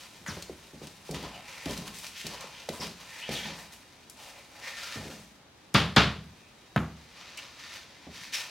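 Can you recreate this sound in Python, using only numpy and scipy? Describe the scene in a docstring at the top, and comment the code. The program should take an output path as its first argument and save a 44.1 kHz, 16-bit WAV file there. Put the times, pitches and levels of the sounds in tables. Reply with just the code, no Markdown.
"""In a tiled kitchen, stiff porridge is beaten with a wooden spoon in a small saucepan on a glass hob.
Paste smeared over hot metal hisses and crackles: filtered noise and random grains, shaped by resonances.
Slaps are decaying tones that sink in pitch, squelches are sliding noise bands, snaps are noise ticks.
The spoon is knocked three times on the rim (noise cracks and struck modes), then pushed in again.
A soft simmer with thin steam whistles lies beneath."""
import sys
import numpy as np
from scipy import signal
from scipy.fft import rfft, irfft, next_fast_len
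from scipy.io import wavfile

SR = 44100
rng = np.random.default_rng(int(sys.argv[2]) if len(sys.argv) > 2 else 0)


def output_pcm(signal):
    """Save a mono or channel-first signal as 16-bit PCM at the path in sys.argv[1].

    Samples are clipped to [-1, 1] before scaling.
    """
    pcm = np.clip(np.atleast_2d(signal).T, -1, 1) * 32767
    wavfile.write(sys.argv[1], SR, np.round(pcm).astype(np.int16))


N = 374833
TIME = np.arange(N) / SR
CONTROL_TIME = TIME[::64]   # coarse time grid for slow controls

# Levels in the tables are relative: the functions below add trims, filters and echoes.
# Simmering background, spectrum: (frequency [Hz], level [dB])
SIMMER_SPECTRUM = [(15, -47), (25, -15), (70, -3), (92, -4), (149, -4.5), (242, -5), (301, -5.5),
                   (373, -8.5), (641, -11), (818, -10), (1040, -13), (3160, -19.5), (3920, -19.5),
                   (4370, -25), (16000, -42.5)]
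# Steam escaping from the resting paste: (time [s], length [s], level [dB], frequency [Hz], width [Hz])
WHISTLES = [(6.279, 0.26, -67, 2550, 280), (6.42, 0.41, -69, 3810, 10)]
# Paste sizzling by itself on the pan bottom: (time [s], hiss level [dB], fine fizz re hiss [dB])
SIZZLE = [(0.0, -59, -4.5), (0.9, -59, -5.5), (3.0, -55, -8.5), (4.0, -61, -9.5), (5.2, -59, -3),
          (5.45, -69.5, -11), (5.9, -61.5, -8), (6.7, -63, -10), (7.2, -56, -12), (8.5, -56, -18)]
# Spoon pressing paste onto hot metal, a spurt of hiss:
# (time [s], hiss level [dB], fade [s], hollow low part re hiss [dB], fine fizz re hiss [dB])
PRESSES = [(-0.015, -50, .08, -6, -7), (0.135, -55.5, 0.029, -12, -13), (0.26, -42.5, .07, -3.5, -7.5),
           (0.355, -51, .08, -1, -13), (0.6, -59, .04, -8, -14), (0.805, -51, .05, -5, -7),
           (1.04, -51.5, .07, -9, -5.5), (1.128, -42, 0.07, -4.5, -14), (1.215, -46, 0.075, 0, -16),
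           (1.68, -41, 0.091, -4.5, -6.5), (1.85, -43, .025, -4, -6.5), (1.928, -46, 0.089, -13, -3),
           (2.02, -45, 0.053, -8, -5.5), (2.16, -43, 0.078, -22, -6), (2.3, -48, 0.028, -3.5, -8.5),
           (2.718, -47, 0.052, 1, -2), (2.8, -36.5, 0.041, -5, -9.5), (2.98, -49.5, 0.088, -4, -9.5),
           (3.305, -38, 0.065, -8, -6), (3.44, -43, .08, -2.5, -15), (3.71, -54, .04, -10, -0.5),
           (7.18, -51, 0.038, -8, -23.5), (7.365, -48, 0.053, -14.5, -17), (7.715, -46.5, .05, -11.5, -11),
           (8.32, -31.5, .055, -21, -9.5)]
# Spoon dragged through the paste, opening a hollow behind it: (time [s], length [s], hiss level [dB],
# hollow low part re hiss [dB], fine fizz re hiss [dB], low resonance [Hz], high resonance [Hz],
# high resonance re hiss [dB])
DRAGS = [(1.27, 0.13, -50, -0.5, -17, 686, 2700, 7), (1.421, 0.29, -47, -8, -11.5, 999, 2303, -1.5),
         (2.11, 0.17, -44.5, -22, -15, 999, 2926, -1), (2.256, 0.2, -49, -0.5, -14, 1030, 2800, -4),
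         (2.493, 0.11, -49, -12, -18, 952, 3100, -1), (3.049, 0.18, -47, -9, -10.5, 957, 2150, -1),
         (3.218, 0.27, -42, -12, -22, 749.5, 2100, -3.5), (3.521, 0.08, -50, -1, -5, 946, 1657, -1),
         (4.147, 0.13, -51, -3, -6.5, 852.5, 2800, -6), (4.293, 0.094, -54, -2, -9.5, 659, 2400, 2),
         (4.489, 0.12, -53, -2, -11, 750, 2306, -3.5), (4.602, 0.083, -39.5, -9, -14, 1056, 2150, 0.5),
         (4.719, 0.23, -42, -8.5, -12, 1380, 1820, -8.5), (4.95, 0.18, -50.5, -4, -8.5, 650, 1700, -8),
         (7.107, 0.35, -51.5, -7.5, -24, 1250, 2395, -10), (7.529, 0.23, -48, -14.5, -16, 1200, 1704, -11),
         (8.09, 0.18, -47, -15.5, -12.5, 1103, 2352, -16), (8.336, 0.08, -43.5, -5, -16, 1000, 2300, -3)]
# Steam and bursting pores, spectrum: (frequency [Hz], level [dB])
HISS_SPECTRUM = [(240, -40), (400, 0.5), (598, 5), (676, 1.5), (921, -1.5), (1010, 4.5), (1140, -4),
                 (1330, 3), (1790, -6), (2020, -4), (2250, -2.5), (4510, -5), (15000, -25), (16000, -24)]
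# Resonances of the air in the pan: (frequency [Hz], width [Hz], level [dB])
POT_AIR = [(1813, 61, 4.5), (2350, 170, -14), (2980, 44, -22), (3390, 17, -34), (3720, 90, -11),
           (5620, 58, -15), (6000, 49, -12), (6430, 86, -10)]
# Paste slapping down and shutting in a pocket of air:
# (time [s], pocket level [dB], pocket frequency before its sag [Hz], settling mass level [dB], settling time [s])
SLAPS = [(0.213, -43.5, 195, -54, 0.047), (0.285, -29, 161, -49, .08), (0.298, -36.5, 91, -52, 0.089),
         (0.369, -34, 435, -41, 0.027), (0.496, -26.5, 425, -46, 0.04), (0.735, -39.5, 293.5, -49, .065),
         (0.816, -35.5, 397, -44.5, .054), (1.092, -27, 430, -38, 0.13), (1.224, -38.5, 257, -40.5, 0.041),
         (1.268, -32.5, 564, -58, .04), (1.659, -24, 320, -32.5, 0.064), (1.784, -33.5, 195, -45.5, .14),
         (2.244, -39, 400, -42, 0.078), (2.441, -35.5, 507, -54, .05), (2.688, -21, 541, -37.5, .055),
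         (2.795, -40, 338, -40, 0.094), (3.29, -24, 506, -38.5, .1), (3.45, -36, 209, -44, 0.097),
         (4.957, -33.5, 265, -42, .11), (4.965, -35.5, 111, -56, 0.053), (5.055, -34, 333, -46, .14),
         (8.068, -40, 308.6, -44.5, .041)]
# Settling lump of paste, spectrum: (frequency [Hz], level [dB])
MASS_SPECTRUM = [(24, -42), (40, -11), (70, -6.5), (110, -11.5), (167, 2.5), (329, -8), (499, -9),
                 (869, -16.5), (1040, -41), (1100, -19), (1430, -36), (2420, -120)]
# Steam squeezed through a gap in the paste:
# (time [s], length [s], level [dB], first frequency [Hz], last frequency [Hz])
SQUELCHES = [(0.260, 0.065, -39, 1836, 1402), (0.271, 0.055, -41.5, 7350, 3600),
             (2.797, 0.066, -39.5, 5400, 4670), (2.806, 0.064, -59, 3200, 2847),
             (3.214, 0.068, -39, 2660, 3200), (3.348, 0.054, -35.5, 3706, 3020),
             (3.43, 0.0575, -42, 3450, 3190), (7.375, 0.028, -40, 2510, 2720),
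             (8.334, 0.048, -35.5, 5400, 5200), (8.333, 0.063, -38.5, 2694, 2190)]
# Thick sticky strands snapping: (time [s], peak level [dB], centre frequency [Hz])
SNAPS = [(0.263, -25, 1700), (0.369, -28.5, 900), (0.424, -22, 5300), (0.871, -28.5, 4230),
         (1.111, -24, 5500), (1.145, -25.5, 2960), (1.657, -22.5, 3520), (1.709, -22.5, 6020),
         (1.776, -24, 6000), (1.878, -25, 3940), (1.986, -28, 9150), (2.067, -23, 5000), (2.267, -18, 5100),
         (2.408, -25, 6010), (2.69, -19.5, 3820), (3.292, -24, 3500), (4.098, -29.5, 7980),
         (7.374, -25.5, 7020)]
# Spoon knocked on the rim: (time [s], ring level [dB], hardness as top frequency [Hz],
# thud of pan on hob [dB], wet tick level [dB], tick ahead by [s], after-ring level [dB])
KNOCKS = [(5.746, -16, 9400, -21, -19.5, 0.0041, -3), (5.964, -12.5, 8800, -19, -20.5, 0.002, -2.5),
          (6.7611, -15.5, 1410, -25, -32.5, 0, -11)]
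# Wood on the rim, spectrum: (frequency [Hz], level [dB])
RIM_SPECTRUM = [(120, -6), (200, -1), (299, -14.5), (328, -13), (366, -12), (519, -9.5), (735, -10),
                (806, -10.5), (1230, -7.5), (2020, -11), (3560, -11), (4680, -16.5), (6760, -29),
                (16000, -67)]
# Modes of the pan: (frequency [Hz], level [dB], 60 dB decay time [s])
PAN_MODES = [(657, -12, .45), (745, -10, .3), (1066, -4, .27), (1206, -5, .27), (1281, -4, .3),
             (1357, -4, .27), (1399, -2, .3), (1529, -7, .24), (1922, -9, .3), (2277, -6, .22),
             (2533, -5, .27), (2751, -3, .27), (2830, -3, .28), (3106, -7, .24), (3532, -3, .27),
             (3779, -8, .3), (4541, -5, .28)]
# Modes of pan and glass hob flexing together: (frequency [Hz], level [dB], 60 dB decay time [s])
HOB_MODES = [(73, -8, .6), (102, -7, .4), (127, -7, .35), (160, -2, .48), (186, -7, .28), (204, -8, .42),
             (240, -7, .48), (296, -7, .27), (365, -12, .36)]
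# Reverberation of the kitchen: (frequency [Hz], 60 dB decay time [s])
KITCHEN_DECAY = [(60, 1), (200, 0.64), (500, 0.41), (1500, 0.39), (5000, 0.41), (15000, 0.35)]
# Difference between the two microphones: (frequency [Hz], side re mid [dB])
SPREAD = [(100, -30.5), (300, -23), (1000, -18), (2500, -18), (5000, -10), (9000, -6.5), (15000, -7)]
# Sideways position of the pan: (frequency [Hz], left re right [dB])
LEAN = [(250, 0), (600, -0.5), (1200, 0.8), (2500, -0.3), (4500, 2.6), (8000, -0.2), (13000, 0)]

SIZZLE_HOLLOW_DB = -9   # re its hiss
PRESS_ATTACK_S = .025
PRESS_LOW_HZ, PRESS_HIGH_HZ = 1012.5, 3224   # the small hollow of a press
PRESS_FOCUS_DB = -10   # high resonance re hiss
DRAG_ATTACK_S, DRAG_RELEASE_S = .07, .06
HOLLOW_SAG_OCT_PER_S = .4   # the hollow widens along a stroke and its pitch sinks
CAVITY_WIDTH_HZ = 810
PORES_PER_S, PORE_SPREAD_DB = 1500, 3.6
THREADS_PER_S, THREAD_FADE_S, THREAD_DB = 75, 0.0046, -16.5   # level re the press gain
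CRACK_DB, PAN_DB = 1, -11
CUTOFF_HZ = 15900


def from_db(db):
    """Definition of level: decibels to amplitude gain."""
    return 10 ** (np.asarray(db) / 20)


def rms_one(x):
    """Normalisation: scale to unit power."""
    return x / np.sqrt(np.mean(x ** 2) + 1e-20)


def at_hz(points, hz):
    """Logarithmic frequency scale: read a table along it."""
    points = np.array(points)
    return np.interp(np.log(hz + 1e-9), np.log(points[:, 0]), points[:, 1])


def colour(x, spectrum):
    """Linear filtering: multiply the Fourier spectrum by a (frequency [Hz], gain [dB]) table."""
    size = next_fast_len(x.shape[-1])
    hz = np.arange(size // 2 + 1) * SR / size
    return irfft(rfft(x, size) * from_db(at_hz(spectrum, hz)), size)[..., :x.shape[-1]]


def cut(x, hz, kind, order=2):
    """Butterworth filtering: a maximally flat passband."""
    sos = signal.butter(order, np.clip(hz, 10, .45 * SR), kind, fs=SR, output="sos")
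    return signal.sosfilt(sos, x + 1e-18)


def stereo(mid, side):
    """Spatial coherence: two close microphones agree in the bass, less so in the treble."""
    return mid + colour(side, SPREAD) * [[1], [-1]]


def noise(size):
    """Random pressure: white noise as both microphones hear it."""
    return stereo(*rng.standard_normal((2, size)))


def add(out, s, sound):
    """Superposition: mix a sound in at a time."""
    start = max(round(s * SR), 0)
    out[..., start:start + sound.shape[-1]] += sound[..., :N - start]


def blend(first, second, second_db):
    """Power addition of uncorrelated sounds: mix two at constant power."""
    return (first + from_db(second_db) * second) / np.hypot(1, from_db(second_db))


def resonance(hz, width_hz):
    """Cavity resonance: turbulence rings in a band whose centre follows hz; unit power."""
    sway = cut(noise(len(hz)) + 1j * noise(len(hz)), width_hz / 2, "low")
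    carrier = np.exp(2j * np.pi * np.cumsum(hz) / SR)
    return rms_one(np.real(sway * carrier))


def dying_noise():
    """Diffuse reverberation: a second of dense echoes, each octave fading at the kitchen's rate."""
    white, out = noise(SR), 0
    hz = np.arange(SR // 2 + 1) + 1e-9
    for centre in 2. ** np.arange(5, 15):
        share = np.maximum(1 - np.abs(np.log2(hz / centre)), 0)   # overlapping octave bands
        fade = from_db(-60 * TIME[:SR] / at_hz(KITCHEN_DECAY, centre))
        out = out + irfft(rfft(white) * share, SR) * fade
    return out


def kitchen(x, wet_db, first_echo_s=0.0053):
    """Room response by convolution: direct sound and echoes off tiles and worktop, scaled to keep power."""
    echoes = dying_noise() * np.clip(TIME[:SR] / first_echo_s - 1, 0, 1)
    echoes *= from_db(wet_db) / np.sqrt(np.sum(echoes ** 2) / 2)
    reverberant = signal.fftconvolve(np.atleast_2d(x), echoes, axes=-1)[:, :N]
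    return (x + reverberant) / np.hypot(1, from_db(wet_db))


def background(simmer_db=-57, wide_db=14.5):
    """Diffuse field and narrow-band jets: a wide soft simmer with thin whistles of steam."""
    mid, side = rng.standard_normal((2, N))
    simmer = colour(stereo(mid, from_db(wide_db) * side), SIMMER_SPECTRUM)
    out = from_db(simmer_db) * rms_one(simmer)
    for s, length, db, hz, width_hz in WHISTLES:
        swell = np.sin(np.pi * np.linspace(0, 1, int(length * SR)) ** 2)   # slow rise, faster fall
        add(out, s, from_db(db) * swell * resonance(np.full(len(swell), hz), width_hz))
    return out


def presses():
    """Forced boiling: a spurt per press, as (gain, hollow dB, fizz dB, low Hz, high Hz, focus dB, middle s)."""
    for s, db, fade_s, hollow, fizz in PRESSES:
        age = np.maximum(CONTROL_TIME - s, 0)
        fade = np.exp(-np.maximum(age - PRESS_ATTACK_S, 0) / fade_s)
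        gain = from_db(db) * np.minimum(age / PRESS_ATTACK_S, 1) * fade
        yield gain, hollow, fizz, PRESS_LOW_HZ, PRESS_HIGH_HZ, PRESS_FOCUS_DB, s + fade_s


def drags():
    """Sliding friction: a longer stroke per drag, in the same form as a press."""
    for s, length, db, hollow, fizz, low_hz, high_hz, focus in DRAGS:
        age = np.maximum(CONTROL_TIME - s, 0)
        release = np.exp(-np.maximum(age - length, 0) / DRAG_RELEASE_S)
        gain = from_db(db) * np.minimum(age / DRAG_ATTACK_S, 1) * release
        yield gain, hollow, fizz, low_hz, high_hz, focus, s + length / 2


def stirring(sizzle_low_hz=950, sizzle_high_hz=2300, sizzle_focus_db=-12):
    """Power addition: strokes and sizzle sum in power, and the strongest weighs most on the hollow's pitch."""
    s, *columns = np.transpose(SIZZLE)
    sizzle, sizzle_fizz = [np.interp(CONTROL_TIME, s, column) for column in columns]
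    resting = (from_db(sizzle), SIZZLE_HOLLOW_DB, sizzle_fizz,
               sizzle_low_hz, sizzle_high_hz, sizzle_focus_db, CONTROL_TIME)
    rows = [np.broadcast_arrays(*row) for row in [resting, *presses(), *drags()]]
    gain, hollow, fizz, low, high, focus, middle = np.stack(rows, axis=1)
    sag = 2 ** (-HOLLOW_SAG_OCT_PER_S * np.clip(CONTROL_TIME - middle, -1, 1))
    hiss_power = gain ** 2
    hollow_power = (gain * from_db(hollow)) ** 2
    fizz_power = (gain * from_db(fizz)) ** 2
    controls = [np.sqrt(power.sum(axis=0)) for power in (hiss_power, hollow_power, fizz_power)]
    controls += [np.average(low * sag, axis=0, weights=hollow_power),
                 np.average(high * sag, axis=0, weights=hiss_power),
                 np.average(focus, axis=0, weights=hiss_power)]
    return [np.interp(TIME, CONTROL_TIME, control) for control in controls]


def grains(per_s, spread_db):
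    """Poisson impulses: tiny clicks of random size and sign at random moments; unit power."""
    sizes = from_db(spread_db * np.minimum(rng.exponential(1, N), 5))
    return rms_one(sizes * rng.choice([-1, 1], N) * (rng.random(N) < per_s / SR))


def threads():
    """Random rupture: thin threads part in faint wet ticks, as loud as the press that stretches them."""
    pressure = np.interp(TIME, CONTROL_TIME, sum(row[0] for row in presses()))
    moments = (rng.random(N) < THREADS_PER_S / SR) + 1e-18
    partings = signal.lfilter([1], [1, -np.exp(-1 / (THREAD_FADE_S * SR))], moments)
    ticks = rms_one(cut(noise(N) * partings, [2200, 7000], "band", order=1))
    return from_db(THREAD_DB) * pressure * ticks


def pot_air(x, air_db=-2.5):
    """Air-column resonance: the open pan adds its own resonances to whatever sounds inside it."""
    rings = 0
    for hz, width_hz, db in POT_AIR:
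        rings = rings + from_db(db) * signal.lfilter(*signal.iirpeak(hz, hz / width_hz, fs=SR), x)
    return x + from_db(air_db) * rings


def smear(hiss_db=-0.56, hollow_db=-.5, fizz_db=1.0, crackle_db=-3.0, flutter_db=1.06, low_width_hz=230):
    """Turbulence and bursting pores: paste slides on hot metal and sounds through the hollow behind the spoon."""
    level, hollow, fizz, low_hz, high_hz, focus_db = stirring()
    pores = stereo(grains(PORES_PER_S, PORE_SPREAD_DB), grains(PORES_PER_S, PORE_SPREAD_DB))
    source = colour(noise(N) + from_db(crackle_db) * pores, HISS_SPECTRUM)
    # the paste sticks and lets go: a slow random flutter in dB
    slip = flutter_db * rms_one(cut(rng.standard_normal(N), 30, "low"))
    hiss_band = rms_one(cut(source, [1650, 6700], "band", order=4))
    hiss = blend(hiss_band, resonance(high_hz, CAVITY_WIDTH_HZ), focus_db)
    rub_band = rms_one(cut(source, [500, 1250], "band", order=3))
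    rub = blend(resonance(low_hz, low_width_hz), rub_band, 0)   # equal shares
    fine = rms_one(cut(source, 7600, "high", order=4))
    parts = from_db(hiss_db) * level * hiss
    parts += from_db(hollow_db) * hollow * rub
    parts += from_db(fizz_db) * fizz * fine
    return kitchen(pot_air(parts + threads()) * from_db(slip), wet_db=-6, first_echo_s=0.00086)


def slaps(pocket_db=1.0, cycles=2.36, sag=0.33, rise_s=0.00077):
    """Damped oscillation: an air pocket rings a few cycles, sinking in pitch, as the lump flops and settles."""
    pockets, mass, t = np.zeros(N), np.zeros((2, N)), TIME[:SR // 2]
    for s, db, hz, settle_db, settle_s in SLAPS:
        # the pitch falls from (1 + sag) to (1 - sag) times hz
        turns = np.cumsum(hz * (1 + sag * (2 * np.exp(-t * hz / 2) - 1))) / SR
        envelope = np.exp(-turns / cycles) * (1 - np.exp(-3 * turns))
        add(pockets, s, from_db(db + pocket_db) * np.sin(2 * np.pi * turns) * envelope)
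        lump = rms_one(colour(noise(len(t)), MASS_SPECTRUM))
        settling = (1 - np.exp(-t / rise_s)) * np.exp(-(t / settle_s) ** 2)
        add(mass, s, from_db(settle_db) * lump * settling)
    return kitchen(pockets, wet_db=-9.0) + kitchen(mass, wet_db=-6.5)


def squelches(width_hz=700, squelch_db=0.5, opening_share=0.1):
    """Jet noise: a short spurt through a gap, its pitch sliding as the gap opens."""
    out = np.zeros((2, N))
    for s, length, db, first_hz, last_hz in SQUELCHES:
        along = np.linspace(0, 1, int(length * SR))
        jet = resonance(first_hz * (last_hz / first_hz) ** along, width_hz)
        envelope = np.minimum(along / opening_share, 1) * np.sqrt(1 - along)
        add(out, s, from_db(db + squelch_db) * jet * envelope)
    return kitchen(out, wet_db=-8.0)


def snaps(snap_db=-3.0, fade_s=0.0072, crack_s=0.00055, crack_db=-0.5):
    """Sudden release of tension: each strand parts with a tiny crack and a wet tick."""
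    out, t = np.zeros((2, N)), TIME[:SR // 20]
    for s, db, hz in SNAPS:
        shape = np.exp(-t / fade_s) + from_db(crack_db) * np.exp(-t / crack_s)
        tick = cut(noise(len(t)) * shape, [hz * 0.6, hz * 1.15], "band", order=1)
        add(out, s, from_db(db + snap_db) * tick / np.abs(tick).max())
    return kitchen(out, wet_db=-6.5)


def ring(modes):
    """Modal superposition: one second of struck modes, each level varied at random by about 1 dB."""
    t, out = TIME[:SR], 0
    for k, (hz, db, t60) in enumerate(modes):
        fade = from_db(db + rng.normal(0, 1) - 60 * t / t60)
        out = out + (-1) ** k * fade * np.sin(2 * np.pi * hz * t)   # signs alternate
    return out


def knocks(crack_s=0.0068, build_s=0.0035, shove_db=9.0, shove_hz=170, shove_at_s=0.0074, shove_s=0.0048,
           wall_s=.015, tick_s=0.0042, tick_top_hz=8000):
    """Impact excitation: wood cracks on the rim, pan and room ring, and just after the pan shoves the hob."""
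    out, ticks, t = np.zeros((2, N)), np.zeros((2, N)), TIME[:SR]
    for s, db, top_hz, thud_db, tick_db, ahead_s, after_db in KNOCKS:
        crack = rms_one(colour(noise(SR), RIM_SPECTRUM)) * np.exp(-t / crack_s)
        echoes = colour(dying_noise(), RIM_SPECTRUM)
        build_and_fade = (1 - np.exp(-(t / build_s) ** 2)) * (1 - t ** 2) ** 2
        echoes *= build_and_fade / np.std(echoes[:, :SR // 50])
        after_ring = echoes + from_db(PAN_DB) * ring(PAN_MODES)
        blow = from_db(CRACK_DB) * crack + from_db(after_db) * after_ring
        add(out, s, from_db(db) * cut(cut(blow, 120, "high"), top_hz, "low"))
        # a bright echo off the tiles
        add(out, s + wall_s, from_db(db) * cut(cut(crack, 2100, "high"), top_hz, "low"))
        tick = cut(noise(SR) * np.exp(-t / tick_s), [2500, tick_top_hz], "band", order=1)
        add(ticks, s - ahead_s, from_db(tick_db) * tick)
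        swing = t - shove_at_s   # the hob dips once and springs back
        shove = from_db(shove_db) * np.sin(2 * np.pi * shove_hz * swing) * np.exp(-(swing / shove_s) ** 2)
        flexing = ring(HOB_MODES) * (1 - np.exp(-t / shove_at_s))
        add(out, s, from_db(thud_db) * (shove + flexing))
    return out + kitchen(ticks, wet_db=-2.0)


def scene():
    """Interaural level difference: all sources summed, with the pan a little to the left."""
    left, right = background() + smear() + slaps() + squelches() + snaps() + knocks()
    left_lean = [(hz, db / 2) for hz, db in LEAN]
    right_lean = [(hz, -db / 2) for hz, db in LEAN]
    return np.array([colour(left, left_lean), colour(right, right_lean)])


def record(dry):
    """Band limiting: the microphone drops the deep bass; an elliptic filter cuts the top steeply."""
    without_bass = cut(dry, 38, "high", order=3)
    return signal.sosfilt(signal.ellip(10, .1, 80, CUTOFF_HZ, fs=SR, output="sos"), without_bass)


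dry = scene()
out = record(dry)
output_pcm(out)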